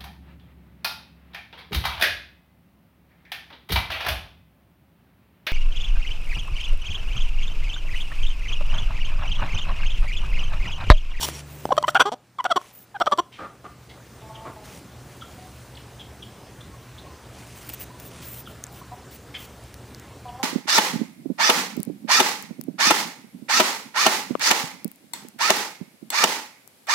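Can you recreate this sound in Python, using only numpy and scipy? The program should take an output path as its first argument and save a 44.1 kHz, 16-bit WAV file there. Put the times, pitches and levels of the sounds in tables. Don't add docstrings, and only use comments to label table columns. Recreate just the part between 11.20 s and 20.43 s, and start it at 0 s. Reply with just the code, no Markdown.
import sys
import numpy as np
from scipy import signal
from scipy.io import wavfile
from scipy.ndimage import uniform_filter1d

SR = 44100
rng = np.random.default_rng(int(sys.argv[2]) if len(sys.argv) > 2 else 0)


def to_wav(sig):
    pcm = np.clip(np.atleast_2d(sig), -1, 1) * 32767
    pcm = np.round(pcm).astype(np.int16)
    wavfile.write(sys.argv[1], SR, pcm.T)


N = 407043

# centre in Hz, bandwidth in Hz, level in dB,
# exponent by which the beak opening raises the centre (and, for the high ones, the level).
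THROAT_MODES = [(336.2, 280, 0.5, 0.61), (557, 387, 7, 1.92), (1245, 177.1, 17.5, 0.846),
                (2311, 1140, -18, 1.49), (3234, 494, 3, 0.18), (4450, 300, -13, 0.042),
                (5740, 210, -5, 0.033), (7630, 230, -12, 0.073), (8860, 230, -25, 0.03),
                (11170, 740, -30, 0.056), (13600, 24000, -42, 0.2), (4300, 5700, -19, 0.05)]
HIGH_MODE_HZ = 1600
WANDER_SHARE, WANDER_DB = .015, 1.5

# start in seconds, length in seconds, rms level in dB.
HISS_EVENTS = [(0, 0.056, -30), (0.04, 0.016, -34.5), (0.075, 0.12, -49), (0.668, 0.043, -40)]
HISS_SWELL_DB = 7

# start in seconds, length in seconds, dull rub in dB, thin scratch in dB.
RUB_STROKES = [(0, 0.11, -36.5, -43), (0.063, 0.17, -44, -61), (0.242, 0.27, -55.5, -53),
               (1.373, 0.17, -46, -56.5), (1.514, 0.15, -54, -41), (3.412, 0.21, -51, -59),
               (3.708, 0.9, -59, -66), (6.03, 0.73, -53, -66), (6.328, .25, -65, -52),
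               (6.485, 0.025, -46.5, -47), (6.531, 0.02, -53, -38), (6.59, 0.058, -52.5, -40.5),
               (6.778, 0.13, -52.5, -48.5), (6.885, 0.17, -51, -68), (7.006, 0.11, -48.5, -45.5),
               (7.088, 0.15, -51.5, -41.5), (7.26, 0.08, -57.5, -54), (7.504, 0.12, -56, -52.5),
               (7.902, 0.078, -52, -50), (8.16, 0.12, -52, -53)]
# frequency in Hz, relative density in dB per Hz.
RUB_SPECTRUM = [(150, -32.5), (250, -3.5), (1620, -8.5), (2430, -4), (4530, -10), (6180, -9), (12500, -13),
                (16200, -48), (22000, -120)]
# frequency in Hz, relative density in dB per Hz.
SCRATCH_SPECTRUM = [(4000, -27), (9000, -12.5), (12000, -11), (14500, 0), (16000, -5)]
# start in seconds, peak level in dB, ring frequency in Hz.
CASING_TICKS = [(0.0878, -15, 690), (6.4922, -21.5, 14000), (6.538, -22, 14600), (6.8, -26, 14700),
                (7.4395, -18, 6370), (7.4676, -31, 7500), (8.4387, -37, 9120), (8.5424, -25, 5130),
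                (8.7475, -27, 4600), (8.7979, -27, 6560)]

# frequency in Hz, relative density in dB per Hz.
AIR_SPECTRUM = [(15, -43), (25, -15), (59, -26), (122, -0.5), (198, -9), (366, -10.5), (1560, -20),
                (3400, -26.5), (8710, -30.5), (10800, -34), (12300, -33.5), (14100, -33), (15300, -35)]
AIR_DB = -48.5

# level at the start in dB, change in dB per second.
MOTOR_ORDERS = [(-40, -26), (-45.5, -3.5)]
ORDER_HZ, ORDERS_END_S = 73, 1
# time in seconds, rms level in dB.
DRONE_LEVEL = [(0.9, -70), (1.7, -68), (2.3, -56), (3.45, -53.5), (4.5, -55), (9.23, -54.5)]
# time in seconds, frequency in Hz.
DRONE_GLIDE = [(3.5, 128), (4.6, 114), (5.6, 115.3), (7.2, 123), (8.3, 117.5), (9.0, 105)]
LOW_DRONE_HZ, LOW_DRONE_DB = 68.2, 1.5
# frequency in Hz, rms level in dB.
MAINS_HUM = [(60, -69), (120.5, -54.5)]

# start in seconds, peak level in dB, brightness 0-1.
SNAP_EVENTS = [(0.454, -12, 0.22), (0.491, -22, 0.17), (0.568, -20, 0.8), (0.627, -15.5, 0.6),
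               (0.683, -11.5, 0.58), (0.747, -15.5, 0.56), (1.185, -22.5, 0.75), (1.242, -12, 0.76),
               (1.294, -25, 0.4), (1.414, -22, 0.66), (1.801, -15, 0.7), (1.86, -15.5, 0.9),
               (1.914, -17, 0.9), (1.976, -19, .6)]
# start in seconds, length in seconds, place of the peak 0-1, peak level in dB,
# pitch at the start in Hz, pitch at the end in Hz, roughness 0-1, beak opening as a factor on the throat.
CLUCK_EVENTS = [(0.505, 0.011, 0.24, -15.5, 810, 700, 0.11, 0.61),
                (0.516, 0.013, 1, -7.5, 606, 510, 0.33, 0.79),
                (.576, 0.012, 0.4, -5, 655, 611, 0.11, 0.805),
                (0.636, 0.015, 0.55, -13.5, 900, 1034, 0.06, 1.2),
                (0.679, 0.017, 0.18, -9.5, 539, 691, 0.1, 1.28),
                (0.75, 0.0279, 0.09, -4.5, 750, 814, 0.37, 1.19),
                (.793, 0.036, 0.35, 3.5, 432, 540.7, 0.34, 1.11),
                (0.852, 0.044, 0.17, -4.5, 384, 432, 0.11, 0.81),
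                (0.914, 0.033, 0.24, -6, 203.7, 265.5, 0.2, 0.6),
                (1.187, 0.014, 0.1, -12.5, 1166, 1050, 0.15, 1.1),
                (1.198, 0.014, 0.4, -9.5, 977, 1017, 0.1, 1.15),
                (1.249, 0.02, 0.23, -5, 908, 670, 0.3, 1.06),
                (1.298, 0.028, 1, -0.5, 846, 611, 0.11, 0.955),
                (1.357, 0.024, 0.31, -0.5, 416, 346.3, 0.17, 0.81),
                (1.742, 0.03, 0.74, -19.5, 960, 730, 0.17, 1.26),
                (1.803, 0.023, 0.74, -3, 787, 652, 0.31, 0.98),
                (1.864, 0.018, 0.32, -4.5, 752, 615, 0.42, 1.02),
                (1.916, 0.024, 0.32, -2.5, 613, 562.6, 0.33, 0.88),
                (1.981, 0.024, 0.35, -2, 330, 361, .12, 0.78)]
GLIDE_CURVE = .65
SAG, RELEASE_S = 0.35, 0.00404
BEAT_DEPTH_PER_ROUGH, BEAT_RATIO = 0.72, .49
TILT_LOUD_DB, TILT_PER_DB = 2.02, 0.54
TILT_PER_BEAK_DB = -8
TILT_PER_SWELL_DB = 4.5
# frequency in Hz, decay time in seconds (a fall of 136 dB), level in dB.
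BOX_MODES = [(597, 0.48, -3), (1210, 0.011, -9), (3374, 0.042, -6.5)]

# start in seconds, length in seconds, level before the swell in dB,
# throat ring in Hz, centre of the rasp in Hz, ring share 0-1.
SQUAWK_EVENTS = [(2.115, 0.077, -39, 3040, 2490, 0.22), (2.178, 0.1, -26, 1175, 604, 0.46),
                 (2.44, 0.036, -30.5, 1150, 620, 0.47), (2.69, .035, -43, 2135, 3080, 0.4),
                 (3.246, 0.068, -35.5, 1065, 500, 0.4), (8.138, 0.042, -32.5, 3120, 2390, 0.52)]
RING_WIDTH_HZ = 260
RASP_WIDTH_HZ, RASP_WIDENING = 930, 0.39
# start in seconds, length in seconds, rms level before the fades in dB,
# pitch at the start in Hz, pitch at the end in Hz.
CROON_EVENTS = [(2.977, 0.4, -45, 216.7, 224.6), (3.332, 0.18, -50, 217.6, 204),
                (4.019, 0.013, -39.5, 1400, 1240), (4.161, 0.13, -52, 725, 752),
                (5.501, 0.058, -54, 1094, 1096), (5.83, 0.13, -53, 1105, 985),
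                (6.687, 0.086, -54.5, 985, 1000), (7.273, 0.009, -41, 1350, 1350),
                (7.613, 0.0095, -43, 1053, 1010), (7.709, 0.044, -42, 241, 252),
                (9.044, 0.071, -41.5, 251, 235.6), (9.129, 0.15, -41.5, 240.8, 279)]
CROON_THROAT_HZ = 757.6
# start in seconds, peak level before the hoarseness in dB,
# middle pitch in Hz, length in seconds.
CHIRP_EVENTS = [(3.142, -47.5, 3134, 0.033), (4.005, -46, 3260, 0.0368), (4.547, -50, 3840, 0.015),
                (4.569, -43, 3120, 0.011), (4.788, -43.5, 3280, 0.04), (5.02, -43.5, 3200, 0.022),
                (5.404, -45.5, 3470, 0.017), (5.774, -47, 3666, 0.032), (7.253, -48.5, 3190, 0.035),
                (9.08, -48, 3050, 0.019)]
CHIRP_LEVEL_HZ, CHIRP_GLIDE = 3375, 4.3

# frequency in Hz, response in dB.
MIC_RESPONSE = [(11000, 2), (12200, -7.5), (12600, -31.5), (13100, -1), (14000, 2), (15300, 6),
                (15500, -36.5), (16500, -32)]
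EDGE_HZ = 16550


def gain_of(db):
    return 10 ** (np.asarray(db) / 20)


def evened(x):
    return x / np.sqrt(np.mean(abs(x) ** 2) + 1e-20)


def smoothed(length, span):
    return uniform_filter1d(rng.standard_normal(length), span)


def read(points, hz):
    f, value = np.transpose(points)
    return np.interp(np.log(hz + 1), np.log(f + 1), value)


def add(mix, s, sound):
    part = mix[round(s * SR):][:len(sound)]
    part += sound[:len(part)]


def resonate(x, hz, width):
    turn = np.exp(2j * np.pi * np.cumsum(hz * np.ones(len(x))) / SR)
    pole = np.exp(-np.pi * width / SR)
    smooth = signal.lfilter([1 - pole], [1, -pole], x / turn + 1e-18)
    return 2 * (turn * smooth).real


def resonate_twice(x, hz, width):
    return resonate(resonate(x, hz, width), hz, width)


def noise(points, patchy_db, apart):
    frames, hz = N // 128 + 5, np.fft.rfftfreq(512, 1 / SR)
    a, b, c, d, patches = rng.standard_normal((frames, len(hz), 5)).T
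    patches = evened(uniform_filter1d(uniform_filter1d(patches, 8, axis=0), 20, axis=1))
    spread = np.interp(hz, [250, 1000, 4000, 9000, 13000], [0.17, 0.24, 0.79, 1.34, 0.38])
    side = apart * spread[:, None] * (c + 1j * d)
    middle = a + 1j * b
    level = gain_of(read(points, hz)[:, None] + patchy_db * patches)
    spectra = np.array([middle + side, middle - side]) * level
    return evened(signal.istft(spectra, nperseg=512, noverlap=384)[1][:, :N])


def throat(drive, beak):
    drive, out = np.r_[drive, np.zeros(SR // 50)], 0
    wander = rng.standard_normal((len(THROAT_MODES), 2))
    for k, (hz, width, db, follow) in enumerate(THROAT_MODES):
        high = hz > HIGH_MODE_HZ
        hz = hz * beak ** follow * (1 + high * WANDER_SHARE * wander[k, 0])
        if high:
            mode = resonate_twice(drive, hz, width)
            mode *= beak ** (9.8 * follow) * gain_of(WANDER_DB * wander[k, 1])
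        else:
            mode = resonate(drive, hz, width)
        sign = (-1) ** max(k, 1)
        out = out + sign * gain_of(db) * mode
    return out


def hiss(length, db):
    count = round(length * SR)
    sputter = evened(smoothed(SR // 5, 200)[:count])
    air = np.diff(rng.standard_normal(count) * gain_of(2.5 * sputter), n=2)
    swell = gain_of(-HISS_SWELL_DB * abs(np.linspace(-1, .4, len(air))))
    swell = swell * signal.windows.tukey(len(air), .25)
    return gain_of(db) * evened(throat(air * swell, 0.69))


def rubbing():
    rub, scratch = np.zeros((2, N))
    for s, length, rub_db, scratch_db in RUB_STROKES:
        stroke = signal.windows.tukey(round(length * SR), .5)
        add(rub, s, gain_of(rub_db) * stroke)
        add(scratch, s, gain_of(scratch_db) * stroke)
    slips = evened(gain_of(2 * evened(smoothed(N, 150))))
    dull = rub * noise(RUB_SPECTRUM, patchy_db=1.5, apart=0.0043)
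    thin = scratch * noise(SCRATCH_SPECTRUM, patchy_db=-3.5, apart=0.016)
    return slips * (dull + thin)


def motor():
    t = np.arange(N) / SR
    orders = np.zeros(N)
    for k, (db, change_db) in enumerate(MOTOR_ORDERS, 1):
        orders += gain_of(db + change_db * t) * evened(np.sin(2 * np.pi * k * ORDER_HZ * t))
    stop = np.clip((ORDERS_END_S - t) / 0.072, 0, 1)
    hum = sum(gain_of(db) * evened(np.sin(2 * np.pi * hz * t)) for hz, db in MAINS_HUM)
    upper_hz = np.interp(t, *np.transpose(DRONE_GLIDE))
    upper = evened(resonate_twice(rng.standard_normal(N), upper_hz, 35))
    lower = evened(resonate_twice(rng.standard_normal(N), LOW_DRONE_HZ, 29))
    level = gain_of(np.interp(t, *np.transpose(DRONE_LEVEL)))
    return level * (upper + gain_of(LOW_DRONE_DB) * lower) + stop * orders + hum


def ticks():
    out, t = np.zeros(N), np.arange(400) / SR
    for s, db, hz in CASING_TICKS:
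        crack = rng.standard_normal(len(t)) * np.exp(-t / 0.00045)
        sound = .5 * crack * min(hz / 6000, 1) + 3 * resonate(crack, hz, 970)
        add(out, s, gain_of(db) * sound / abs(sound).max())
    return out


def snap(db, bright):
    t = np.arange(SR // 60) / SR
    spit = rng.standard_normal(len(t)) * np.exp(-t / 0.0012)
    click = (1 - t / 0.00013) * np.exp(-t / 0.00021) * 0.83
    dull = throat(click + .4 * spit, 0.67)
    sharp = throat(np.diff(click + spit, prepend=0), 0.79)
    sound = (1 - bright) * evened(dull) + bright * evened(sharp)
    return gain_of(db) * sound / abs(sound).max()


def cluck(length, place, db, hz0, hz1, rough, beak):
    u = np.arange(round(length * SR)) / (length * SR)
    place = np.clip(place, .05, .95)
    swell = np.sin(np.pi / 2 * np.minimum(u / place, 1)) ** 0.91
    swell *= 1 - SAG * np.maximum(u - place, 0) / (1 - place)
    swell *= np.minimum((1 - u) * length / RELEASE_S, 1)

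    wobble = (.1 + 1.5 * rough) * smoothed(SR // 5, 60)[:len(u)]
    middle_hz = (hz0 + hz1) / 2
    glide_hz = hz0 + (hz1 - hz0) * u ** GLIDE_CURVE
    turns = np.cumsum(glide_hz * (1 + wobble)) / SR

    k = np.arange(1, 15000 // middle_hz + 1)[:, None]
    tilt_db = TILT_LOUD_DB + TILT_PER_DB * db + TILT_PER_BEAK_DB * (beak - 1)
    tilt_db = tilt_db + TILT_PER_SWELL_DB * (swell - 1)
    harmonics = gain_of(tilt_db * np.log2(k / 2)) * np.cos(2 * np.pi * k * turns)
    pulses = -harmonics.sum(0)
    beat = np.cos(2 * np.pi * BEAT_RATIO * middle_hz * length * u)
    pulses *= 1 + BEAT_DEPTH_PER_ROUGH * rough * beat

    air = rng.standard_normal(len(u))
    puffs = (.3 + np.exp(-(turns % 1) / 0.78)) * air * swell
    drive = swell * ((1 - rough) * evened(pulses) + rough * evened(puffs))
    sound = throat(drive, beak)
    return gain_of(db) * sound / abs(sound).max()


def hen():
    out = np.zeros(N)
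    for call, events in ((hiss, HISS_EVENTS), (snap, SNAP_EVENTS), (cluck, CLUCK_EVENTS)):
        for s, *row in events:
            add(out, s, call(*row))
    return out + sum(gain_of(db) * resonate(out, hz, 5.0 / decay_s) for hz, decay_s, db in BOX_MODES)


def squawk(length, db, ring_hz, rasp_hz, share):
    air = rng.standard_normal(round(length * SR))
    air = air * (1 + 0.123 * np.cos(2 * np.pi * 70 * np.arange(len(air)) / SR))
    swell = signal.windows.tukey(len(air), .4) * np.linspace(1, .5, len(air))
    ring = resonate_twice(air, ring_hz, RING_WIDTH_HZ)
    rasp = resonate_twice(air, rasp_hz, RASP_WIDTH_HZ + RASP_WIDENING * rasp_hz)
    return gain_of(db) * (share * evened(ring) + (1 - share) * evened(rasp)) * swell


def croon(length, db, hz0, hz1):
    waver = evened(smoothed(SR // 2, 600))[:round(length * SR)]
    hz = np.linspace(hz0, hz1, len(waver)) * (1 + 0.008 * waver)
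    k = np.arange(1, 8)[:, None]
    peak_hz = max(CROON_THROAT_HZ, hz.mean())
    weight = gain_of(-40 * np.log2(k * hz / peak_hz) ** 2)
    stack = (weight * np.sin(2 * np.pi * k * np.cumsum(hz) / SR)).sum(0)
    stack = stack * gain_of(4.3 * waver[::-1])
    return gain_of(db) * evened(stack) * signal.windows.tukey(len(hz), .6)


def chirp(db, hz, length):
    glide = CHIRP_GLIDE * np.log2(hz / CHIRP_LEVEL_HZ)
    u = np.linspace(-.5, .5, round(length * SR))
    hoarse = 1 + .8 * evened(smoothed(SR // 10, 40))[:len(u)]
    tone = np.sin(2 * np.pi * np.cumsum(hz * 2 ** (glide * u)) / SR)
    return gain_of(db) * hoarse * tone * np.cos(np.pi * u)


def far_birds():
    out = np.zeros(N)
    for call, events in ((squawk, SQUAWK_EVENTS), (croon, CROON_EVENTS), (chirp, CHIRP_EVENTS)):
        for s, *row in events:
            add(out, s, call(*row))
    return out


def coop(x, t60):
    at = np.arange(300, SR // 2, 20)
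    at = at + rng.integers(0, 20, len(at))
    taps = np.zeros(SR // 2 + 20)
    taps[at] = rng.choice([-1., 1.], len(at)) * gain_of(-60 * at / SR / t60)
    return signal.fftconvolve(x, taps / np.linalg.norm(taps))[:N]


def scene():
    near, far = hen(), far_birds()
    near = near + gain_of(-24.5) * coop(near, 0.28)
    far = far + gain_of(-5) * coop(far, 0.31)
    air = gain_of(AIR_DB) * noise(AIR_SPECTRUM, patchy_db=1.5, apart=0.26)
    return near + far + air + motor() + rubbing() + ticks()


def record(dry):
    power_db = 10 * np.log10(abs(uniform_filter1d((dry ** 2).mean(0), 900)) + 1e-12)
    fall = np.arange(N) * 9.6 / SR
    held_db = np.maximum.accumulate(power_db + fall) - fall
    over_db = np.maximum(held_db + 19.5, 0)
    late_db = signal.lfilter([1 / 2500], [1, 1 / 2500 - 1], over_db)
    ducked = dry / gain_of(0.99 * late_db)
    rumble_cut = signal.butter(2, 45, "highpass", fs=SR, output="sos")
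    ducked = signal.sosfilt(rumble_cut, ducked)
    hz = np.linspace(0, SR / 2, 513)
    colour = signal.firwin2(511, hz, gain_of(read(MIC_RESPONSE, hz)) * (hz < SR / 2), fs=SR)
    edge = signal.firwin(511, EDGE_HZ, window=("kaiser", 9), fs=SR)
    return signal.oaconvolve(ducked, np.convolve(colour, edge)[None], "same")


dry = scene()
out = record(dry)
to_wav(out)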